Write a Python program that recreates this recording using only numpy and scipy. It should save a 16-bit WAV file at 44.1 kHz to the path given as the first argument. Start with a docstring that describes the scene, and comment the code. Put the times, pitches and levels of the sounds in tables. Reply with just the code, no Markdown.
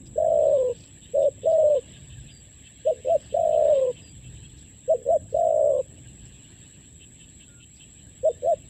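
"""A spotted dove coos close to the microphone on a bank between rice fields, in runs of two or three notes.
Each coo is an almost pure tone that the throat chops into a quickening trill, with faint echoes.
Around it an insect buzzes steadily as pulsed, narrow noise; frogs rasp far off as ringing noise bursts.
Faint marsh notes and small birds are gliding or steady sines, rustling grass is crackling noise, and
light wind rumbles on the microphone as low, lumpy noise."""
import sys
import numpy as np
from scipy import signal
from scipy.fft import rfft, irfft
from scipy.io import wavfile
from scipy.ndimage import uniform_filter1d

SR = 44100
rng = np.random.default_rng(int(sys.argv[2]) if len(sys.argv) > 2 else 0)


def to_wav(sig):
    """Store sig (one row per channel, or 1-D mono) as 16-bit WAV at the path in sys.argv[1].

    Samples outside -1..1 are clipped; the rate is SR.
    """
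    pcm = np.clip(np.atleast_2d(sig), -1, 1) * 32767
    pcm = np.round(pcm).astype(np.int16)
    wavfile.write(sys.argv[1], SR, pcm.T)  # frames by channels


N = 383229
TIME = np.arange(N) / SR


def gain_of(db):
    """Decibels to an amplitude factor."""
    return 10 ** (np.asarray(db) / 20)


def evened(x):
    """Scales to rms 1."""
    return x / np.sqrt(np.mean(x ** 2) + 1e-20)


def noise():
    """White noise as long as the scene."""
    return rng.standard_normal(N)


def phase_of(hz):
    """Running phase in radians of a changing frequency."""
    return 2 * np.pi * np.cumsum(hz) / SR


def add(mix, s, sound):
    """Mixes a sound in at time s."""
    part = mix[max(round(s * SR), 0):][:len(sound)]
    part += sound[:len(part)]


def level_at(points):
    """Draws a line through (time [s], level [dB]) points."""
    return np.interp(TIME, *np.transpose(points))


def filtered(x, points):
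    """Passes x through a gain curve of (frequency [Hz], level [dB]) points."""
    hz, db = np.transpose(points)
    f = np.fft.rfftfreq(len(x), 1 / SR)
    curve_db = np.interp(np.log(f + 1), np.log(hz), db)
    return irfft(rfft(x) * gain_of(curve_db), len(x))


def coloured(x, points):
    """Shapes the spectrum of x with a gain curve; rms 1."""
    return evened(filtered(x, points))


def ring(x, modes):
    """Passes x through steep resonances; rms 1."""
    f = np.fft.rfftfreq(N, 1 / SR)
    response = sum(gain_of(db) / (1 + (2 * (f - hz) / width) ** 2) for hz, width, db in modes)
    return evened(irfft(rfft(x) * response, N))


def wander(rate):
    """Smooth random drift of rms 1; its spectrum fades out around rate in Hz."""
    f = np.fft.rfftfreq(N, 1 / SR)
    return evened(irfft(rfft(noise()) * np.exp(-(f / rate) ** 2), N))


def swell(s, length, edge):
    """A gate that opens towards 1 and closes again, with soft edges."""
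    nearest_end = np.minimum(TIME - s, s + length - TIME)
    return np.sin(np.pi / 2 * np.clip(nearest_end / edge, 0, 1)) ** 2


def mottled(patchy_db):
    """Noise that comes and goes in small patches of time and pitch."""
    z = signal.stft(noise(), nperseg=512, noverlap=384)[2]
    patches = uniform_filter1d(rng.standard_normal(z.shape), size=3, axis=0)  # across pitch
    patches = evened(uniform_filter1d(patches, size=11, axis=1))  # along time
    patchy = z * gain_of(patchy_db * np.clip(patches, -2, 2))
    return signal.istft(patchy, nperseg=512, noverlap=384)[1][:N]


# breeze before the overall trim: (time [s], level [dB])
BREEZE_LEVEL = [(0, -43.5), (1.1, -48.5), (1.6, -45.5), (2.75, -53), (3.15, -46), (4.8, -49), (5.35, -46),
                (7.7, -52), (8.69, -47.5)]
# spectrum of the breeze: (frequency [Hz], relative level [dB])
BREEZE_COLOUR = [(20, -32), (35, -15.5), (55, -1.5), (95, 0.5), (140, -2), (200, -7.5), (300, -11),
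                 (450, -22), (700, -29), (1200, -40.5), (2500, -47.5), (6000, -68)]
# buffets of wind on the microphone: (start [s], length [s], level [dB])
GUSTS = [(0.449, 0.3, -40.5), (1.897, 0.57, -43), (4.052, 0.61, -44), (5.853, 0.74, -51), (8.42, .4, -50.5)]


def wind(trim_db=-1.0, lumpy_db=1.0):
    """Wind on the microphone: a low, lumpy noise rumble; gusts add a deeper buffeting."""
    breeze = gain_of(trim_db + level_at(BREEZE_LEVEL) + lumpy_db * wander(12))
    gusts = sum(gain_of(size_db) * swell(s, length, 0.29) for s, length, size_db in GUSTS)
    buffet = coloured(noise(), [(20, -21.5), (38, -17.0), (56, 6.5), (90, -4.5), (135, 4.5),
                                (200, -18.5), (400, -30.5), (2000, -85)])
    return breeze * coloured(noise(), BREEZE_COLOUR) + gusts * buffet


# narrow wing resonance and its overtones: (frequency [Hz], relative level [dB])
BUZZ_COLOUR = [(5800, -49), (6600, -31), (7100, -15.5), (7500, -1), (7790, 2), (8050, -9), (8400, -29),
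               (10300, -66), (11300, -34.5), (11700, -23), (12300, -52), (14500, -76.5), (15600, -40),
               (16000, -68)]


def insect(db=-53.0, chirp_depth=0.16, stroke_depth=0.15, chirps_per_s=11.5, strokes_per_s=110.4,
           flicker_db=0.55):
    """Wing strokes grouped in chirps pulse a noise shaped by a narrow wing resonance and overtones."""
    chirp_phase = phase_of(chirps_per_s * (1 + 0.004 * wander(3.6)))
    stroke_phase = phase_of(strokes_per_s * (1 + 0.0048 * wander(3)))
    # strokes come quickest where each chirp is loudest
    stroke = 1 + stroke_depth * np.cos(stroke_phase + np.sin(chirp_phase))
    chirp = 1 + chirp_depth * np.cos(chirp_phase)
    drive = chirp * stroke * gain_of(flicker_db * wander(60))
    return gain_of(db) * coloured(drive * noise(), BUZZ_COLOUR)


# bouts of far rasps: (first call [s], last call [s], calls, level before the hoarse part [dB], shrillness [0-1])
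CROAKS = [(.549, .549, 1, -61, 1), (1.01, 1.41, 3, -55.5, .87), (1.74, 2.27, 4, -55, .55),
          (2.629, 3.95, 7, -54.5, .1), (4.039, 4.418, 3, -58.5, 0), (6.995, 7.79, 5, -54.5, .12)]
# ring of the vocal sacs, deep and shrill: (centre [Hz], width [Hz], relative level [dB])
DEEP_SAC = [(2654, 62, 4), (2827, 280, -4.5), (3120, 120, 3.5), (3500, 130, -13), (4050, 140, -13.5)]
SHRILL_SAC = [(2940, 260, -3), (3510, 160, -0.5), (3700, 150, -1)]
# spectrum of the hoarse part: (frequency [Hz], relative level [dB])
CROAK_COLOUR = [(1200, -39.5), (2200, -10.5), (2700, 7.5), (3300, 1), (3800, -11), (4400, -12.5),
                (6500, -36.5)]
# far chorus before its flutter: (time [s], level [dB])
CHORUS_LEVEL = [(0, -64), (1, -61), (2, -59.5), (2.6, -58.5), (3.5, -57), (4.3, -60.5), (5, -64.5),
                (6, -61.5), (7, -62), (8.69, -60.5)]
# spectrum of the chorus: (frequency [Hz], relative level [dB])
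CHORUS_COLOUR = [(600, -5), (1400, -15), (1700, -3), (2150, -6.5), (2800, 1.5), (3400, 1), (4000, -4),
                 (4600, -13.5), (6000, -21.5), (8500, -29), (10000, -55.5)]


def frogs(length=0.064, edge=0.017, hoarse_db=-11, rasp_rate=115, rasp_depth=0.1, flutter_db=1.92,
          patchy_db=4.0):
    """Short noise rasps ring in the vocal sacs and stand out of the blur of a far chorus."""
    deep, shrill = ring(noise(), DEEP_SAC), ring(noise(), SHRILL_SAC)
    hoarse = gain_of(hoarse_db) * coloured(noise(), CROAK_COLOUR)
    calls = np.zeros(N)
    for first, last, count, db, share in CROAKS:
        share = np.clip(share, 0, 1)
        gates = sum(swell(s, length, edge) for s in np.linspace(first, last, round(count)))
        voice_mix = np.sqrt(1 - share) * deep + np.sqrt(share) * shrill + hoarse
        calls += gain_of(db) * gates * voice_mix
    rasp = 1 + rasp_depth * np.cos(phase_of(rasp_rate * (1 + 0.15 * wander(18))))
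    chorus = gain_of(level_at(CHORUS_LEVEL) + flutter_db * wander(2.8))
    return calls * rasp + chorus * coloured(mottled(patchy_db), CHORUS_COLOUR)


def peeps(hz=1740, per_s=18, db=-76, length=0.049, spread=0.076):
    """Scattered faint sine notes of far marsh animals, smeared by distance."""
    out, t = np.zeros(N), TIME[:round(length * SR)]
    for when, pitch, size in rng.random((round(per_s * N / SR), 3)):
        note_hz = hz * (1 + spread * (2 * pitch - 1))
        note = np.sin(2 * np.pi * note_hz * t) * np.hanning(len(t))
        add(out, when * N / SR, gain_of(10 * size) * note)
    return gain_of(db) * evened(out * wander(70))


# rustles in the grass, before soft edges widen them: (start [s], length [s], level [dB])
RUSTLES = [(.06, 0.016, -61.5), (0.714, 0.19, -59), (1.218, 0.042, -63.5), (1.47, 0.1, -63),
           (3.184, 0.12, -64), (4.562, 0.069, -62), (5.268, 0.16, -66), (6.25, 0.052, -67),
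           (7.74, 0.057, -63)]
# spectrum of the dry blades: (frequency [Hz], relative level [dB])
RUSTLE_COLOUR = [(800, -17.5), (2500, -2.5), (4800, 4), (6500, -6.5), (9300, -27), (11000, -48.5)]


def grass(crackle_db=4.0, patchy_db=5):
    """Dry blades brush together in clumps of patchy, crackling noise."""
    level = sum(gain_of(db) * swell(s - .01, length + 0.018, length / 2) for s, length, db in RUSTLES)
    crackle = mottled(patchy_db) * gain_of(crackle_db * wander(130))
    return level * coloured(crackle, RUSTLE_COLOUR)


def trill(start, end, pulses, speed_up=0, shut_share=0.23):
    """A roll of throat closures as (time s, half width s, depth) that quickens if speed_up is positive."""
    u = np.linspace(0, 1, 200)
    count_share = np.linspace(0, 1, round(pulses) + 1)
    at = start + (end - start) * np.interp(count_share, u + speed_up * u * (u - 1), u)
    period = np.gradient(at)
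    late, wide, weak = rng.standard_normal((len(at), 3)).T
    at = at + .03 * period * late
    return list(zip(at, shut_share * period * np.exp(0.16 * wide), 1 - .1 * abs(weak)))


# rolls of the full coos, in turn: (start [s], end [s], pulses, speed-up [share of the mean rate])
TRILLS = [(0.174, 0.522, 20, 0.24), (1.164, 1.249, 7, 0.046), (1.44, 1.466, 2, 0), (3.336, 3.692, 20, 0.29),
          (5.339, 5.787, 26, 0.24)]
CATCH_GAP_S, CATCH_DEPTH = .057, 0.79  # after its roll a coo catches at even gaps
HOOT_CATCH_S, HOOT_CATCH_DEPTH = .065, 0.65  # time from the start of the hoot
PURR_S, PURR_PULSES_PER_S = 0.074, 65
RISER_ROLL_START_S, RISER_ROLL_END_S, RISER_PULSES_PER_S = .009, .047, 78  # the climb is rolled


def closures(catch_s=0.0037, hoot_catch_s=.0045):
    """Every brief closing of the throat as (time s, half width s, depth): trills, purrs, single catches."""
    rows = []
    for (start, length, *_), roll in zip(COOS, TRILLS):
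        rows += trill(*roll)
        catches = np.arange(roll[1] + CATCH_GAP_S, start + length, CATCH_GAP_S)
        rows += [(s, catch_s, CATCH_DEPTH) for s in catches]
    for start, *_ in HOOTS:
        end = start + HOOT_ARCH[-1][0]
        rows += [(start + HOOT_CATCH_S, hoot_catch_s, HOOT_CATCH_DEPTH)]
        rows += trill(end, end + PURR_S, PURR_S * PURR_PULSES_PER_S)
    for start, *_ in RISERS:
        pulses = (RISER_ROLL_END_S - RISER_ROLL_START_S) * RISER_PULSES_PER_S
        rows += trill(start + RISER_ROLL_START_S, start + RISER_ROLL_END_S, pulses)
    return rows


SLACK_HZ, OPENING_HZ, SCOOP_S = 435, 470, 0.011  # a coo scoops up from a slack throat
BREAK_S, TAIL_SAG_HZ_PER_S, FALL_S = 0.04, 360, 0.022


def coo_pitch(length, slack_s, break_s, top_hz, break_hz, tail_hz):
    """A full coo scoops up, sags, breaks to a lower register and falls slack."""
    t = TIME[:round(length * SR)]
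    tail = length - break_s
    low, fall = break_s + min(BREAK_S, tail / 2), length - min(FALL_S, tail / 2)
    sagged_hz = tail_hz - TAIL_SAG_HZ_PER_S * (fall - low)
    held = np.interp(t, [0, break_s, low, fall, length], [top_hz, break_hz, tail_hz, sagged_hz, SLACK_HZ])
    return held - (top_hz - OPENING_HZ) * np.exp(-np.maximum(t - slack_s, 0) / SCOOP_S)


def arch_pitch(arch, top_hz):
    """A short note follows the arch of its kind."""
    s, share = np.transpose(arch)
    return top_hz * np.interp(TIME[:round(s[-1] * SR)], s, share)


# Note pitches are before the throat's lift and droop; levels are relative to LOUDNESS.
# full coos: (start [s], length [s], slack start [s], break after start [s], pitch at top [Hz],
# at the break [Hz], after it [Hz], level [dB])
COOS = [(.156, .577, 0.015, 0.38, 675, 590.5, 524.7, 0.4),
        (1.134, 0.16, 0.0085, .13, 628.8, 579.5, 554.3, 0), (1.432, .368, .019, .319, 662.6, 572.3, 490, 0),
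        (3.324, .597, .015, 0.4, 703, 600, 539.7, 0.5),
        (5.324, 0.493, .015, .376, 695.5, 598.3, 557.3, -0.16)]
# short hoots that open a run: (start [s], top pitch [Hz], level [dB], level of the trailing purr [dB])
HOOTS = [(2.849, 641, -.5, -18), (4.877, 651, 0.5, -14), (8.23, 640, 0, -26)]
# the hoot leaps up, holds and drops: (time from its start [s], pitch [share of the top])
HOOT_ARCH = [(0, .74), (.013, .775), (0.029, 0.96), (.059, 0.99), (.069, .77), (.089, .69)]
# rising notes that follow: (start [s], top pitch [Hz], level [dB])
RISERS = [(3.046, 686.7, 0), (5.051, 676.6, -0.26), (8.421, 698.8, -0.5)]
# they climb slowly and fall at once: (time from the start [s], pitch [share of the top])
RISER_ARCH = [(0, .69), (.026, .79), (.056, 0.95), (.086, 0.98), (.112, .85), (.123, .68)]
# the voice is loudest in the middle of its range: (pitch [Hz], level [dB])
LOUDNESS = [(430, -37.5), (475, -26), (512, -21), (570, -18), (600, -17.5), (650, -19), (700, -20.5)]
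COO_ATTACK_S, HOOT_ATTACK_S, RISER_ATTACK_S = 0.017, 0.018, .032
PURR_HZ, PURR_SAG_HZ = 483.4, 34
ONSET_DB, GATE_S = -7.5, 0.0067  # every note swells from below and has soft edges


def voice():
    """Pitch, level and age of the sounding note; the level swells at the onset, then follows the pitch."""
    notes = [(start, coo_pitch(*shape), db, COO_ATTACK_S) for start, *shape, db in COOS]
    notes += [(start, arch_pitch(RISER_ARCH, hz), db, RISER_ATTACK_S) for start, hz, db in RISERS]
    purr_hz = PURR_HZ - np.linspace(0, PURR_SAG_HZ, round(PURR_S * SR))
    for start, hz, db, purr_db in HOOTS:
        notes += [(start, arch_pitch(HOOT_ARCH, hz), db, HOOT_ATTACK_S),
                  (start + HOOT_ARCH[-1][0], purr_hz, purr_db, GATE_S)]
    pitch, level, age = np.full(N, float(SLACK_HZ)), np.zeros(N), np.zeros(N)
    for start, hz, db, attack_s in notes:
        t = TIME[:len(hz)]
        gate = np.sin(np.pi / 2 * np.minimum(np.minimum(t, t[-1] - t) / GATE_S, 1))
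        onset_db = ONSET_DB * np.maximum(1 - t / attack_s, 0)
        add(level, start, gate * gain_of(db + np.interp(hz, *np.transpose(LOUDNESS)) + onset_db))
        add(pitch, start, hz - SLACK_HZ)
        add(age, start, t)
    return pitch, level, age


def crop(hz, centre_hz=540, width_hz=85, lift=0.78):
    """Response of the inflated crop: one resonance that rings on between the pulses."""
    return 1 + lift / (1 + 2j * (hz - centre_hz) / width_hz)


def husk(phase, age, start_db=-48, rise_db_per_s=30, blur=.7, rasp_db=-5):
    """A faint, blurred octave and noisy rasp that grow with a note's age, as its air runs out."""
    octave = np.sqrt(2) * np.sin(2 * phase + blur * wander(80))
    rasp = coloured(noise(), [(500, -29.0), (850, 1.5), (1000, 2.5), (1120, -3), (1300, -23),
                              (1600, -35), (4000, -80.5)])
    return gain_of(start_db + rise_db_per_s * age) * (octave + gain_of(rasp_db) * rasp)


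# the band that the swollen neck radiates: (frequency [Hz], level [dB])
NECK_BAND = [(200, -25.5), (330, -5.5), (440, -1), (700, 1), (800, -8.5), (880, -10.5), (1300, -17),
             (2500, -22.5)]
# the throat colours the overtones and rasp: (frequency [Hz], level [dB])
THROAT = [(800, -0.5), (980, 2), (1100, -2), (1190, -15.5), (1260, -6.5), (1350, -1.5), (1480, -17.5)]


def dove(sag=.15, sag_width=1.2, slip_turns=0.27, jitter=0.016, shimmer_db=1.15, lift=.018):
    """A near sine; each closure pinches it off, drags its pitch down and lets its phase slip."""
    opening, droop, slip = np.ones(N), np.zeros(N), np.zeros(N)
    for s, width, depth in closures():
        near = slice(round((s - .02) * SR), round((s + .02) * SR))
        u = (TIME[near] - s) / width
        opening[near] *= 1 - np.clip(depth, 0, 1) * np.exp(-abs(u) ** 3.4)
        droop[near] += depth * np.exp(-(u / sag_width) ** 2)
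        pinch = np.exp(-(2.0 * u) ** 2)
        slip[near] += slip_turns * depth * rng.standard_normal() * pinch / pinch.sum()
    pitch, level, age = voice()
    level = level * gain_of(shimmer_db * wander(140)) * opening
    bent_pitch = pitch * (1 + lift * opening - sag * droop + jitter * wander(140))
    phase = 2 * np.pi * np.cumsum(bent_pitch / SR + slip)
    # divided by the crop's gain, so that the level holds once the crop has rung
    tone = level / abs(crop(pitch)) * np.sqrt(2) * np.sin(phase)
    tone = irfft(rfft(tone) * crop(np.fft.rfftfreq(N, 1 / SR)), N)
    return filtered(tone, NECK_BAND) + filtered(level * husk(phase, age), THROAT)


NEAR_T60_S, FAR_T60_S = .13, 1.3  # time to decay by 60 dB


def field(x, near_db=-24.5, far_db=-42):
    """Weak scatter from the ground close by, then from the distant trees, as sparse random echoes."""
    t = TIME[:SR]
    echoes = rng.standard_normal((2, SR)) * (rng.random((2, SR)) < 2000 / SR)  # about 2000 a second
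    near, far = echoes * (t > .008)
    near, far = near * gain_of(-60 * t / NEAR_T60_S), far * gain_of(-60 * t / FAR_T60_S)
    ground = signal.fftconvolve(x, near / np.linalg.norm(near))[:N]
    # swaying leaves make the far echo flutter and smear its pitch
    trees = signal.fftconvolve(x, far / np.linalg.norm(far))[:N] * wander(71)
    return gain_of(near_db) * ground + gain_of(far_db) * trees


# quick twitters of a small bird: (start [s], length [s], chirps [per s], level before chirp shaping [dB])
TWITTERS = [(0.753, 0.082, 57, -68), (3.199, 0.11, 72, -66)]


def twitter(top_hz=5300, fall_hz=1200, blur=1.8):
    """Runs of tiny sine down-sweeps, blurred in phase by distance."""
    out = np.zeros(N)
    for s, length, per_s, db in TWITTERS:
        u = (TIME - s) * per_s % 1  # progress through each chirp
        phase = phase_of(top_hz - fall_hz * u) + blur * wander(250)
        chirps = 2 * np.sin(np.pi * u) ** 4 * np.sin(phase)
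        out += gain_of(db) * swell(s, length, 0.0062) * chirps
    return out


# far whistles: (start [s], length [s], first pitch [Hz], pitch approached [Hz], level before flicker [dB])
WHISTLES = [(2.3, 0.12, 5020, 4690, -60), (4.012, 0.12, 5060, 4760, -59.5), (4.4, 0.17, 4140, 4180, -73),
            (7.474, 0.15, 1450, 1414, -66.5), (4.444, 0.028, 3280, 3220, -48.5),
            (8.274, 0.09, 3610, 3603, -62)]


def birds(settle_s=0.03):
    """Thin sine whistles far off that slide and level off, flickering in level."""
    out = np.zeros(N)
    for s, length, first_hz, last_hz, db in WHISTLES:
        hz = last_hz + (first_hz - last_hz) * np.exp(-np.maximum(TIME - s, 0) / settle_s)
        out += gain_of(db) * swell(s, length, 0.02) * np.sqrt(2) * np.sin(phase_of(hz))
    return out * gain_of(1.05 * wander(50))


def scene():
    """The near dove over the life of the fields, on one microphone."""
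    backdrop = wind() + insect() + frogs() + peeps() + grass()
    coos = dove()
    return (backdrop + coos + field(coos) + twitter() + birds())[None]


def record(dry, edge_hz=15830):
    """The recorder's band limit: a steep low-pass."""
    low_pass = signal.firwin(511, edge_hz, window=("kaiser", 9), fs=SR)
    return signal.oaconvolve(dry, low_pass[None], "same")


dry = scene()
out = record(dry)
to_wav(out)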